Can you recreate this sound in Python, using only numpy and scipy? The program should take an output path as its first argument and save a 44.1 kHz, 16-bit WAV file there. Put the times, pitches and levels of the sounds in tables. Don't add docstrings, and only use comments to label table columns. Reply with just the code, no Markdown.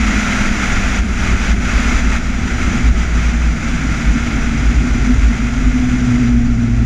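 import sys
import numpy as np
from scipy import signal
from scipy.fft import rfft, irfft, next_fast_len
from scipy.io import wavfile
from scipy.ndimage import uniform_filter1d, minimum_filter1d

SR = 44100
rng = np.random.default_rng(int(sys.argv[2]) if len(sys.argv) > 2 else 0)


def to_wav(sig):
    pcm = np.clip(np.atleast_2d(sig), -1, 1) * 32767
    pcm = np.round(pcm).astype(np.int16)
    wavfile.write(sys.argv[1], SR, pcm.T)


N = 302085

# time_s, level_db
AIRFLOW_DB = [(0, -21.5), (.3, -20), (.95, -21.5), (1.45, -22.5), (1.88, -21), (2.15, -22), (2.7, -24.6),
              (3.8, -26), (4.5, -26.5), (5.4, -28), (6.26, -29), (6.4, -33.5), (6.85, -33.5)]
# start_s, hold_s, recovery_s, depth_db
WIND_LULLS = [(.47, .04, .06, 2.8), (.99, .06, .18, 7), (1.33, .02, .04, 3), (1.52, .04, .11, 5.8),
              (1.99, .03, .09, 3.5), (2.168, .06, .4, 6), (2.88, .035, .05, 5), (3.03, .07, .08, 3),
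              (3.3, .22, .15, 2.6)]
# freq_hz, relative_db
RUSH_SPECTRUM = [(130, -3.5), (180, 7), (260, -3.5), (400, -4), (520, -6.5), (800, -3.5), (1020, -8),
                 (1230, -4.5), (1750, -2.5), (2550, -2), (2850, -8.5), (3400, -9), (4300, -20),
                 (6000, -30.5)]
# freq_hz, relative_db
HISS_SPECTRUM = [(2800, -15.5), (4300, -5.5), (5400, -2), (7100, 0), (7600, -7.5), (8300, -10.5),
                 (8850, -11.5), (9300, -17), (10300, -17.5), (11200, -25.5), (12500, -25), (15000, -46)]
# pitch_hz, width_hz, lift_db
HOUSING_CAVITIES = [(1380, 213, 8.5), (2112, 220, 5), (3970, 130, 4.5), (4614, 45, 8), (5020, 190, 6),
                    (5940, 370, 8.5), (6910, 180, 6.5)]
# time_s, level_db
SHAKE_DB = [(0, -27.5), (2.4, -17), (3.7, -26), (4.8, -29), (6.85, -28)]
# centre_s, length_s, lift_db
MOUNT_JOLTS = [(.44, 0.23, 5.5), (.77, .25, 7.5), (2.43, 0.23, -2), (4.45, .2, 8), (5.59, 0.17, 8),
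               (5.82, 0.27, 7), (6.42, .3, 9)]
# time_s, level_db
BOOM_DB = [(0, -17), (.42, -24), (.9, -18.5), (1.9, -21), (2.6, -22), (3.4, -19), (4.1, -21.5),
           (5.7, -18.5), (6.85, -25)]
# centre_s, length_s, lift_db
ROAD_BUMPS = [(1.03, 0.11, 5), (1.35, 0.078, 8.5), (1.52, 0.078, 8), (1.78, 0.049, 9.5), (1.98, 0.34, 6.5),
              (2.89, 0.09, 11.5), (3.31, 0.085, 2), (3.91, 0.079, 7.5), (4.09, 0.083, 11.5),
              (4.42, 0.17, 5.5), (4.71, 0.21, 7.5), (4.95, 0.12, 8), (5.23, 0.23, 9), (5.66, 0.079, 7.5),
              (6.34, 0.12, 8.5), (6.54, 0.066, 9), (6.78, .18, 10)]
# time_s, level_db
DRONE_DB = [(0, -22), (1.3, -28.5), (2, -24.5), (3.4, -27), (4.2, -22), (5.3, -23.5), (5.9, -22.5),
            (6.85, -21.5)]
# centre_s, length_s, lift_db
DRONE_FLARES = [(1.87, .1, 5), (2.72, 0.13, 5), (2.87, 0.048, 7), (3.85, 0.05, 5.5), (4.17, 0.029, 5),
                (4.51, 0.068, 3.5), (4.86, .09, 5.5), (5.1, 0.074, 13), (5.31, 0.038, 6.5),
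                (5.44, 0.073, 9), (5.71, 0.071, 8.5), (6.29, 0.079, 3)]
# time_s, level_db
TYRE_DB = [(0, -26), (.5, -26), (1.5, -24), (2.3, -26), (2.7, -19), (3.1, -26), (3.5, -27), (4.2, -23),
           (5, -21), (5.4, -25.5), (6.1, -22.5), (6.85, -25)]
# freq_hz, relative_db
TYRE_SPECTRUM = [(15, -16), (35, -5.5), (70, 4.5), (86, 4.5), (110, 4), (135, 0), (160, -10.5), (185, 2.5),
                 (240, -9.5), (290, -6), (330, -8), (380, -11.5), (450, -17.5), (800, -36.5)]
# pitch_hz, level_db
EXHAUST_DB = [(114, -18.5), (123, -22), (131, -31), (140, -26.5), (156, -28.5), (170, -42), (182, -29.5),
              (199, -27.5), (209, -21), (228, -22), (240, -15), (251, -19.5), (260, -30), (310, -37),
              (420, -51)]
# firing_multiple, level_db
WEAK_TONES = [(.5, -43), (.82, -38), (.905, -43), (1.11, -35), (1.5, -39), (3, -58)]
# pitch_hz, level_db
THROB_DB = [(42, -38.5), (49, -23), (53, -33), (57, -14), (60, -20.5), (65, -25), (70, -30.5), (76, -44)]
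# start_s, crest_s, end_s, top_hz, fall_hz, level_db, fade_db
WHISTLE_ARCHES = [(-.05, .3, 1.52, 10390, 440, -58.5, 3), (1.48, 1.78, 2.21, 10110, 240, -60.5, 3),
                  (2.5, 2.7, 3.05, 10880, 110, -71, 2), (3.53, 3.72, 3.92, 10860, 150, -74, 1),
                  (3.87, 3.9, 4.9, 10620, 700, -64, 6), (4.97, 5.15, 6.2, 10470, 850, -65, 10)]


def from_db(db):
    return 10 ** (np.asarray(db) / 20)


def unit_rms(x):
    return x / np.sqrt(np.mean(x ** 2) + 1e-20)


def curve(rows):
    return np.interp(np.arange(N) / SR, *np.transpose(rows))


def drift(corner_hz):
    hz = np.fft.rfftfreq(N, 1 / SR)
    return unit_rms(irfft(rfft(rng.standard_normal(N)) / (1 + (hz / corner_hz) ** 2), N))


def coloured_noise(spectrum):
    size = next_fast_len(N)
    hz = np.maximum(np.fft.rfftfreq(size, 1 / SR), 1)
    points_hz, db = np.transpose(spectrum)
    rolloff = np.minimum(hz / points_hz[0], 1) ** 2 * np.minimum(points_hz[-1] / hz, 1) ** 2
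    gain = from_db(np.interp(np.log(hz), np.log(points_hz), db)) * rolloff
    return unit_rms(irfft(rfft(rng.standard_normal(size)) * gain, size)[:N])


def resonate(x, hz, width_hz):
    r = np.exp(-np.pi * width_hz / SR)
    feedback = [1, -2 * r * np.cos(2 * np.pi * hz / SR), r * r]
    return signal.lfilter(np.array([1, 0, -1]) * (1 - r * r) / 2, feedback, x)


def lulls_db(drop_s=.025):
    t = np.arange(N) / SR
    return sum(depth_db * np.interp(t - start_s, np.cumsum([0, drop_s, hold_s, recovery_s]), [0, 1, 1, 0])
               for start_s, hold_s, recovery_s, depth_db in WIND_LULLS)


def housing(air):
    for hz, width_hz, lift_db in HOUSING_CAVITIES:
        air = air + (from_db(lift_db) - 1) * resonate(air, hz, width_hz)
    return unit_rms(air)


def wind(rush_trim_db=.58, hiss_trim_db=-10.5, hiss_swing=.88):
    gust_db = curve(AIRFLOW_DB) - lulls_db() + .5 * drift(17)
    eddies = drift(45)
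    rush_db = gust_db + rush_trim_db + .43 * eddies
    hiss_db = gust_db.mean() + hiss_swing * (gust_db - gust_db.mean()) + hiss_trim_db + .48 * eddies
    rush = from_db(rush_db) * housing(coloured_noise(RUSH_SPECTRUM))
    hiss = from_db(hiss_db) * housing(coloured_noise(HISS_SPECTRUM))
    return rush + hiss


def swells_db(rows):
    t = np.arange(N) / SR
    return sum(lift_db * np.exp(-np.minimum(np.abs(t - centre_s) / (length_s / 2), 5) ** 3)
               for centre_s, length_s, lift_db in rows)


def body_mode(level_db, hz, width_hz, smooth_s, reach_hz):
    size = next_fast_len(N + SR)
    jolts = rng.standard_normal(N + SR)
    ringing = resonate(resonate(jolts, hz, width_hz), hz, width_hz)
    power = uniform_filter1d(np.abs(signal.hilbert(ringing, size)) ** 2, int(smooth_s * SR))
    swelling = from_db(level_db) * unit_rms(ringing[SR:] / np.sqrt(power[SR:SR + N] + 1e-20))
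    detuning = np.abs(np.fft.rfftfreq(size, 1 / SR) - hz) / reach_hz
    return irfft(rfft(swelling, size) / np.sqrt(1 + detuning ** 6), size)[:N]


def body():
    shake_db = curve(SHAKE_DB) + swells_db(MOUNT_JOLTS) + 2 * drift(4.5)
    boom_db = curve(BOOM_DB) + swells_db(ROAD_BUMPS) + 1.5 * drift(12)
    drone_db = curve(DRONE_DB) + swells_db(DRONE_FLARES) + 1.54 * drift(20)
    shake = body_mode(shake_db, hz=21, width_hz=6, smooth_s=.08, reach_hz=5.5)
    boom = body_mode(boom_db, hz=52.8, width_hz=11.7, smooth_s=.089, reach_hz=22)
    drone = body_mode(drone_db, hz=238, width_hz=31.4, smooth_s=.1, reach_hz=41)
    hollow = resonate(coloured_noise([(300, 0), (900, 0)]), hz=683, width_hz=87)
    return shake + boom + drone + from_db(-41.5) * unit_rms(hollow)


def tyres():
    return from_db(curve(TYRE_DB) + drift(7.3)) * coloured_noise(TYRE_SPECTRUM)


def firing_rate_hz(start_hz=210.7, sag_hz_per_s=17.1, easing_hz_per_s2=.864):
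    t = np.arange(N) / SR
    return start_hz - sag_hz_per_s * t + easing_hz_per_s2 * t ** 2 / 2


def engine(jitter_turns=.028, flutter_db=1.3, uneven_db=4, burble=.12):
    firing_hz = firing_rate_hz()
    turns = np.cumsum(firing_hz) / SR + jitter_turns * drift(7)
    tones = [(multiple, np.interp(multiple * firing_hz, *np.transpose(EXHAUST_DB)) + flutter_db * drift(24))
             for multiple in (1, 2)]
    tones += [(multiple, db + uneven_db * drift(2.4)) for multiple, db in WEAK_TONES]
    note = sum(np.sqrt(2) * from_db(db) * np.sin(2 * np.pi * (multiple * turns + rng.random()))
               for multiple, db in tones)
    firings = np.arange(int(turns.max()) + 2)
    strength = 1 + burble * rng.standard_normal(len(firings))
    return note * np.interp(turns, firings, strength)


def driveline(turns_per_firing=.362, jitter_turns=.03, flutter_db=.4):
    shaft_hz = turns_per_firing * firing_rate_hz()
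    level_db = np.interp(shaft_hz, *np.transpose(THROB_DB)) - flutter_db * drift(8)
    turns = np.cumsum(shaft_hz) / SR + jitter_turns * drift(3.2)
    return np.sqrt(2) * from_db(level_db) * np.sin(2 * np.pi * turns)


def whistle(waver_hz=28, wander_hz=20, edge_s=.04):
    t = np.arange(N) / SR
    detune_hz = waver_hz * drift(35) + wander_hz * drift(5)
    flicker_db = 2 * drift(20)
    out = np.zeros(N)
    for start_s, crest_s, end_s, top_hz, fall_hz, level_db, fade_db in WHISTLE_ARCHES:
        past_crest = (np.clip(t, start_s, end_s) - crest_s) / (end_s - crest_s)
        gate = np.clip(np.minimum(t - start_s, end_s - t) / edge_s, 0, 1)
        gain = from_db(level_db - fade_db * np.abs(past_crest) + flicker_db)
        turns = np.cumsum(top_hz - fall_hz * past_crest ** 2 + detune_hz) / SR
        out += gate * gain * np.sin(2 * np.pi * turns)
    return np.sqrt(2) * out


def scene():
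    return (wind() + body() + tyres() + engine() + driveline() + whistle())[None, :]


def record(dry):
    ceiling, span_samples, cutoff_hz = .8, int(.008 * SR), 15140
    gain = ceiling / np.maximum(np.abs(dry), ceiling)
    smooth_gain = uniform_filter1d(minimum_filter1d(gain, span_samples), span_samples)
    lowpass = signal.ellip(10, .1, 80, cutoff_hz, fs=SR, output="sos")
    return signal.sosfilt(lowpass, dry * smooth_gain)


dry = scene()
out = record(dry)
to_wav(out)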